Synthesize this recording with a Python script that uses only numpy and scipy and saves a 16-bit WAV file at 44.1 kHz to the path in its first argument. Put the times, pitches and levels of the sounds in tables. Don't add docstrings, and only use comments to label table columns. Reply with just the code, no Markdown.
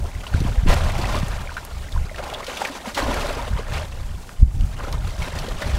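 import sys
import numpy as np
from scipy import signal
from scipy.fft import rfft, irfft
from scipy.io import wavfile
from scipy.ndimage import uniform_filter1d

SR = 44100
rng = np.random.default_rng(int(sys.argv[2]) if len(sys.argv) > 2 else 0)


def master(y):
    cut = np.clip(np.atleast_2d(y).T, -1, 1)
    pcm = np.round(cut * 32767)
    wavfile.write(sys.argv[1], SR, pcm.astype(np.int16))


N = 254898
TIME = np.arange(N) / SR
FREQS = np.fft.rfftfreq(N, 1 / SR)

# (frequency [Hz], level [dB])
AIR_TONE = [(90, -15), (170, 1), (330, -6), (600, -6.5), (800, -4.5), (1200, -19), (1420, -17.5),
            (2400, -21.5), (7500, -17), (12000, -24.5), (15700, -28)]
# (frequency [Hz], level [dB])
RUMBLE_TONE = [(8, -20), (24, 1.5), (45, -4.5), (80, -4.5), (110, -20.5), (200, -33), (500, -100)]
FLUTTER_TONE = [(50, -63), (95, 6.5), (160, -3), (250, -17), (400, -30), (900, -98), (3000, -100)]
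# (time [s], level [dB])
BREEZE_LEVELS = [(0, -34), (.6, -38), (1.3, -26.5), (1.65, -37.5), (2.2, -33), (2.65, -47), (2.9, -43),
                 (3.05, -27.5), (4.1, -30.5), (4.3, -39.5), (4.7, -27), (5.8, -37)]
# (time [s], length [s], rumble [dB], flutter [dB])
WIND_GUSTS = [(0.013, 0.032, -20.5, -36), (.17, 0.015, -24, -34.5), (0.338, 0.18, -20.5, -26),
              (0.649, 0.035, -13, -18.5), (0.723, 0.15, -18, -28), (0.876, 0.34, -24, -28),
              (1.28, 0.14, -29, -36), (1.742, 0.089, -27, -39.5), (1.951, 0.083, -20, -32),
              (3.055, 0.03, -24, -36), (3.166, 0.11, -31, -46), (3.516, 0.032, -19.5, -29),
              (3.71, 0.059, -24.5, -30), (4, 0.16, -26.5, -38.5), (4.426, 0.027, -10.5, -25),
              (4.564, 0.075, -19, -26.5), (4.922, .16, -23.5, -33), (5.204, 0.014, -21, -29),
              (5.347, 0.072, -28.5, -32), (5.517, 0.041, -23.5, -37), (5.655, 0.2, -24, -28.5)]
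# (time [s], level [dB], swing rate [Hz])
WIND_THUMPS = [(0.345, -6, 77), (0.347, -12.5, 200), (0.408, -12, 164), (0.417, -14.5, 280),
               (0.451, -12.5, 205), (0.584, -3, 44.6), (0.663, -10, 85), (0.663, -9, 200),
               (0.691, -2, 28.3), (1.233, -8.5, 134), (1.974, -12, 45), (3.526, -17, 40), (4.402, -7.5, 29),
               (4.43, 8.5, 66), (4.605, -5, 32.3), (4.64, -6.5, 52), (5.744, -5.5, 51)]

# (frequency [Hz], level [dB])
WATER_TONE = [(120, -11), (190, 2.5), (255, 2), (365, -3.5), (460, -2), (600, 1.5), (900, -5.5), (1400, -7),
              (2500, -11.5), (4000, -17), (6000, -19.5), (9500, -25), (13000, -30.5), (15700, -36)]
# (time [s], level [dB])
LAPPING_LEVELS = [(0, -46), (1.5, -44), (2.1, -45.5), (3.8, -44), (4.2, -49.5), (4.5, -55), (4.7, -47.5),
                  (5.0, -43.5), (5.8, -37)]
# (time [s], length [s], level [dB], boost per step up in band [dB], extra gulping [dB])
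SCOOP_SLOSHES = [(0.0, 0.054, -43, -6, 4), (0.24, 0.038, -50, 1, 8), (0.338, 0.14, -38.5, 1, 5.5),
                 (0.554, 0.042, -39, -1.5, 3), (0.984, 0.062, -28.5, -4, -8), (1.138, 0.038, -32, 0, 5),
                 (2.175, 0.23, -33.5, -4, -13), (2.476, 0.2, -34, 1.5, -0.5), (2.71, 0.079, -40, 0.5, 1),
                 (2.87, 0.0065, -32.5, 1, -15), (3.07, 0.042, -31, -3.5, 5), (3.37, 0.027, -36, -3, 1),
                 (3.588, 0.15, -36, -3.5, -14), (3.731, 0.05, -31.5, -1, -6),
                 (4.777, 0.16, -34.5, -5.5, -5.5), (5.07, 0.017, -50, 7, 20),
                 (5.221, 0.046, -32.5, .5, 0.5), (5.335, 0.074, -37, 0.1, 2), (5.446, 0.073, -38, -2.3, 9)]
# (frequency [Hz], width [Hz], level [dB])
BUCKET_NOTES = [(563, 99, -40), (942, 160, -8.5), (1408, 38, -10.5)]
# (time [s], pitch [Hz], level [dB])
LOUD_PLOPS = [(0.1503, 2010, -28), (0.2656, 990, -29), (.2668, 2840, -22.5), (.3391, 1490, -18.5),
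              (0.582, 1730, -28), (.7256, 1766, -19), (.7251, 662, -11.5), (.8896, 694, -20),
              (.9882, 325, -19), (1.0433, 1950, -18), (1.056, 2541, -19), (1.1438, 990, -17.5),
              (1.1468, 2120, -21), (1.4737, 2230, -23), (1.4924, 1500, -22), (1.517, 950, -27.5),
              (1.5679, 1470, -18), (1.5793, 1490, -20), (1.8854, 1930, -29), (1.9256, 3550, -24),
              (1.9615, 1000, -24), (1.976, 1440, -26), (2.0949, 2020, -25), (2.1129, 596, -26.5),
              (2.1453, 1820, -25.5), (2.161, 2660, -25), (2.1973, 554, -21.5), (2.2651, 810, -23.5),
              (2.3465, 3430, -16.5), (2.3267, 634, -28), (2.404, 1100, -22.5), (2.4301, 2030, -26),
              (2.4806, 500, -22), (2.616, 813, -12.5), (2.6509, 2390, -13), (2.6549, 1860, -14.5),
              (2.6968, 277, -24.5), (2.8706, 220, -24), (2.975, 830, -15.5), (2.9876, 590, -16),
              (3.0265, 293, -16), (3.0791, 556, -16.5), (3.085, 273, -18), (3.2462, 574, -17),
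              (3.3048, 590, -19), (3.3674, 444, -21), (3.3916, 910, -22), (3.5912, 453, -19.5),
              (4.8062, 1140, -23.5), (4.8488, 1310, -24), (5.2231, 2153, -28), (5.4814, 497, -21.5),
              (5.6192, 598, -18.5), (5.6292, 1470, -21)]
# (time [s], level [dB], middle frequency [Hz], fade time [s])
FLUNG_WATER = [(0.233, -31, 1390, 0.011), (.268, -31, 3020, .0072), (0.337, -36, 3000, .004),
               (.403, -28.5, 4530, 0.0037), (.679, -33, 1500, 0.0098), (.715, -26, 1480, 0.012),
               (0.995, -42, 5500, .004), (1.282, -30.5, 8100, 0.0036), (1.566, -27.5, 1480, 0.014),
               (1.65, -26, 9800, .0016), (1.92, -33, 4180, .005), (2.159, -34, 3500, .005),
               (2.182, -27, 1310, 0.011), (2.238, -31, 3930, 0.0051), (2.299, -26.5, 3100, 0.0033),
               (2.328, -24.5, 750, 0.0037), (2.336, -25, 2800, .008), (2.403, -36, 1700, 0.0032),
               (2.465, -29, 3400, 0.012), (2.569, -25, 2930, 0.0089), (2.443, -31, 4400, .005),
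               (2.649, -24, 2400, 0.0088), (2.721, -34, 3680, 0.006), (2.945, -24, 3840, 0.013),
               (2.974, -16.5, 1520, 0.016), (3.142, -27.5, 6000, .0039), (3.205, -25.5, 3000, 0.008),
               (3.735, -27.5, 3540, .0053), (4.291, -29, 1380, 0.0031), (4.609, -31, 3320, 0.0018),
               (4.926, -23.5, 4100, 0.0027), (5.22, -24.5, 2450, 0.0072), (5.387, -24, 3930, 0.0049),
               (5.486, -29, 3520, .005), (5.62, -20, 1700, 0.0061), (5.696, -30, 3400, 0.0034)]
# (landing time [s], length at full flow [s], stream [dB], first slap [dB], extra gulping [dB])
BUCKET_POURS = [(0.687, 0.5, -31, -24.5, -10), (2.973, 0.31, -29.5, -28.5, -5.5),
                (5.625, .2, -36.5, -57, -5)]

LAP_DB, SLOSH_DB = (-6.5, -5.5, -1, -6), (-7, -1.5, -3, -8)
SLAP_DB, STREAM_DB = (-4.5, -1, -2.5, -8.5), (-1, -2, -3, -9)
DRAIN_S = (0.16, 0.22, 0.24, 0.15)


def gain_of(db):
    return 10 ** (np.asarray(db) / 20)


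def evened(x):
    return x / np.sqrt(np.mean(x ** 2) + 1e-20)


def colour(points):
    hz, db = np.transpose(points)
    return gain_of(np.interp(np.log(FREQS + 1), np.log(hz + 1), db))


def filtered(x, gain):
    return irfft(rfft(x) * gain, N)


def level_curve(table):
    times, db = np.transpose(table)
    return gain_of(np.interp(TIME, times, db))


def add(mix, start, sound):
    part = mix[max(round(start * SR), 0):][:len(sound)]
    part += sound[:len(part)]


def wander(rate_hz):
    return evened(filtered(rng.standard_normal(N), np.exp(-(FREQS / rate_hz) ** 2)))


def surge(start, length, rise_s, fall_s):
    rising = np.clip((TIME - start) / rise_s + 1, 0, 1)
    return rising * np.exp(-np.clip((TIME - start - length) / fall_s, 0, 40))


def air(level_db, waver_db):
    hiss = evened(filtered(rng.standard_normal(N), colour(AIR_TONE)))
    return gain_of(level_db + waver_db * wander(rate_hz=23)) * hiss


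def swirls(tone, steadiness):
    swirl = signal.hilbert(filtered(rng.standard_normal(N), colour(tone)))
    strength = np.sqrt(uniform_filter1d(abs(swirl) ** 2, size=1800) + 1e-20)
    return evened(swirl.real / strength ** steadiness)


def wind(rumble_db, flutter_db, thump_db, swings_in, swings_out):
    power = np.outer(gain_of([0, -10.5]), level_curve(BREEZE_LEVELS)) ** 2
    for start, length, *db in WIND_GUSTS:
        power += np.outer(gain_of(db), surge(start, length, rise_s=0.034, fall_s=0.03)) ** 2
    rumble, flutter = np.sqrt(power)
    out = gain_of(rumble_db) * rumble * swirls(RUMBLE_TONE, steadiness=0.63)
    out += gain_of(flutter_db) * flutter * swirls(FLUTTER_TONE, steadiness=0.74)
    t = np.arange(-SR // 10, SR // 10) / SR
    swings = np.where(t < 0, swings_in, swings_out)
    for when, db, hz in WIND_THUMPS:
        thump = -np.sin(2 * np.pi * hz * t) / np.cosh(hz * t / swings)
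        add(out, when + t[0], gain_of(db + thump_db) * thump)
    return out


def water_flow():
    power = np.outer(gain_of(LAP_DB), level_curve(LAPPING_LEVELS)) ** 2
    band_step, gulping = np.array([-1, 0, 1, 2]), np.array([1, 0, 0, 0])
    for start, length, db, bright_db, gulp_db in SCOOP_SLOSHES:
        slosh = gain_of(db + np.array(SLOSH_DB) + bright_db * band_step + gulp_db * gulping)
        power += np.outer(slosh, surge(start, length, rise_s=0.029, fall_s=0.052)) ** 2
    for start, length, stream_db, slap_db, gulp_db in BUCKET_POURS:
        slap = gain_of(slap_db + np.array(SLAP_DB) - 1.5 * gulping)
        power += np.outer(slap, surge(start, length=0.057, rise_s=0.025, fall_s=0.018)) ** 2
        stream = gain_of(stream_db + np.array(STREAM_DB) + gulp_db * gulping)
        for band, drain in enumerate(DRAIN_S):
            power[band] += (stream[band] * surge(start, length, rise_s=0.025, fall_s=drain)) ** 2
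    return np.sqrt(power)


def bubble(hz, swell_s, rise, roundness):
    age = np.arange(int(9 * swell_s * SR) + 2) / (swell_s * SR)
    pitch = hz * (1 + rise * np.tanh((age - 1) / 2))
    loudness = (age * np.exp(1 - age)) ** roundness
    return loudness * np.sin(2 * np.pi * np.cumsum(pitch) / SR)


def impacts(per_s, spread_db):
    out = np.zeros(N)
    when, chance = rng.random((int(per_s * N / SR) + 1, 2)).T
    size = np.minimum(-np.log(1 - chance), 3.5)
    out[(when * N).astype(int)] = gain_of(spread_db * size) * (-1) ** np.arange(len(when))
    return out


def bubble_cloud(density, cycles, spread_db, rise):
    out = np.zeros(N)
    for hz in np.geomspace(200, 12000, 60):
        khz = hz / 1000
        swell_s = cycles * khz ** 0.5 * rng.uniform(0.36, 1.73) / hz
        ring = bubble(hz, swell_s, rise, roundness=0.26)
        births = impacts(density * khz ** 0.7, spread_db)
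        out += np.sqrt(khz) * evened(signal.oaconvolve(births, ring)[:N])
    return evened(out)


def churn(flow, bands_db, drops_db, foam_db, clump_db, gush_db):
    grains = bubble_cloud(density=17, cycles=1.195, spread_db=2.5, rise=0.11)
    grains += gain_of(drops_db) * evened(impacts(per_s=1700, spread_db=3.0))
    foam = gain_of(foam_db) + flow[2] / gain_of(gush_db)
    grains = (evened(grains) + foam * rng.standard_normal(N)) / np.sqrt(1 + foam ** 2)
    grains *= gain_of(clump_db * wander(rate_hz=41))
    below = [1 / (1 + (FREQS / edge_hz) ** 8) for edge_hz in (450, 1100, 3500)]
    shares = np.maximum(np.diff(below, axis=0, prepend=0, append=1), 0)
    tone = colour(WATER_TONE)
    bands = [evened(filtered(grains, tone * np.sqrt(share))) for share in shares]
    return sum(gain_of(db) * level * band for db, level, band in zip(bands_db, flow, bands))


def bucket_ring(water):
    ringing = sum(gain_of(db) / (1 + 2j * (FREQS - hz) / width) for hz, width, db in BUCKET_NOTES)
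    return filtered(water, 1 + ringing)


def bank_echo(water, echo_db, fade_s):
    t = np.arange(SR // 6) / SR
    bounces = rng.standard_normal(len(t)) * (rng.random(len(t)) < 0.06)
    bounces *= np.exp(-t / fade_s) * (t > 0.003)
    return water + gain_of(echo_db) * signal.oaconvolve(water, bounces / np.linalg.norm(bounces))[:N]


def droplets(spray, level_db, per_s, spread_db, tick_hz, tick_s):
    hits = impacts(per_s, spread_db)
    t = np.arange(512) / SR
    tick_power = (t / tick_s) ** 2 * np.exp(-2 * t / tick_s)
    bursts = np.sqrt(abs(signal.oaconvolve(hits ** 2, tick_power)[:N]))
    tone = FREQS ** 2 / (1 + (FREQS / tick_hz) ** 3.97)
    ticks = filtered(bursts * rng.standard_normal(N), tone)
    return gain_of(level_db) * spray * evened(ticks)


def plop(hz, rise):
    return bubble(hz, swell_s=0.0023 / (hz / 1000) ** 0.8, rise=rise, roundness=1.57)


def stray_plops(splashing, level_db, spread_db, low_hz, high_hz, count):
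    out = np.zeros(N)
    for when, height, softness in rng.random((count, 3)):
        hz = low_hz * (high_hz / low_hz) ** height
        add(out, when * N / SR, gain_of(level_db - spread_db * softness) * plop(hz, rise=0.053))
    return out * splashing


def loud_plops(level_db):
    out = np.zeros(N)
    for start, hz, db in LOUD_PLOPS:
        add(out, start, gain_of(db + level_db) * plop(hz, rise=0.057))
    return out


def spatters(level_db, rise_share, grain_db, width, soft_hz):
    out, t = np.zeros(N), np.arange(4096) / SR
    hz = np.fft.rfftfreq(len(t), 1 / SR) + 1
    mud = 1 + (hz / soft_hz) ** 2
    for start, db, middle_hz, fade_s in FLUNG_WATER:
        noise, size = rng.standard_normal((2, len(t)))
        off_middle = (hz / middle_hz - middle_hz / hz) / width
        tone = 1 / np.sqrt((1 + off_middle ** 2) * mud)
        burst = evened(irfft(rfft(noise * gain_of(grain_db * size)) * tone))
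        loudness = (1 - np.exp(-t / (rise_share * fade_s))) * np.exp(-t / fade_s)
        add(out, start, gain_of(db + level_db) * burst * loudness)
    return out


def limiter(x, ceiling_db, recovery_db_per_s):
    over_db = 20 * np.log10(abs(x).max(0) + 1e-9) - ceiling_db
    recovery_db = TIME * recovery_db_per_s
    dip_db = np.maximum(np.maximum.accumulate(over_db + recovery_db) - recovery_db, 0)
    return x / gain_of(uniform_filter1d(dip_db, size=90))


def scene():
    flow = water_flow()
    splashing, spray = flow[2:]
    water = churn(flow, bands_db=(-3.5, -3.5, -3, -3), drops_db=-3.5, foam_db=-15,
                  clump_db=2, gush_db=-33.5)
    water += loud_plops(level_db=-3.5)
    water += spatters(level_db=-0.5, rise_share=0.18, grain_db=1.5, width=0.46, soft_hz=9000)
    water += stray_plops(splashing, level_db=8, spread_db=5, low_hz=600, high_hz=4730, count=110)
    water += droplets(spray, level_db=-6.5, per_s=65, spread_db=2, tick_hz=3800, tick_s=0.0013)
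    gusts = wind(rumble_db=-1, flutter_db=-1.57, thump_db=-2, swings_in=0.15, swings_out=0.42)
    water = bank_echo(bucket_ring(water), echo_db=-13, fade_s=0.012)
    return (water + gusts + air(level_db=-47, waver_db=1.45))[None]


def record(dry):
    held = limiter(dry, ceiling_db=-1, recovery_db_per_s=113)
    treble_cut = signal.firwin(511, cutoff=15800, window=("kaiser", 9), fs=SR)
    return signal.oaconvolve(held, treble_cut[None], "same")


dry = scene()
out = record(dry)
master(out)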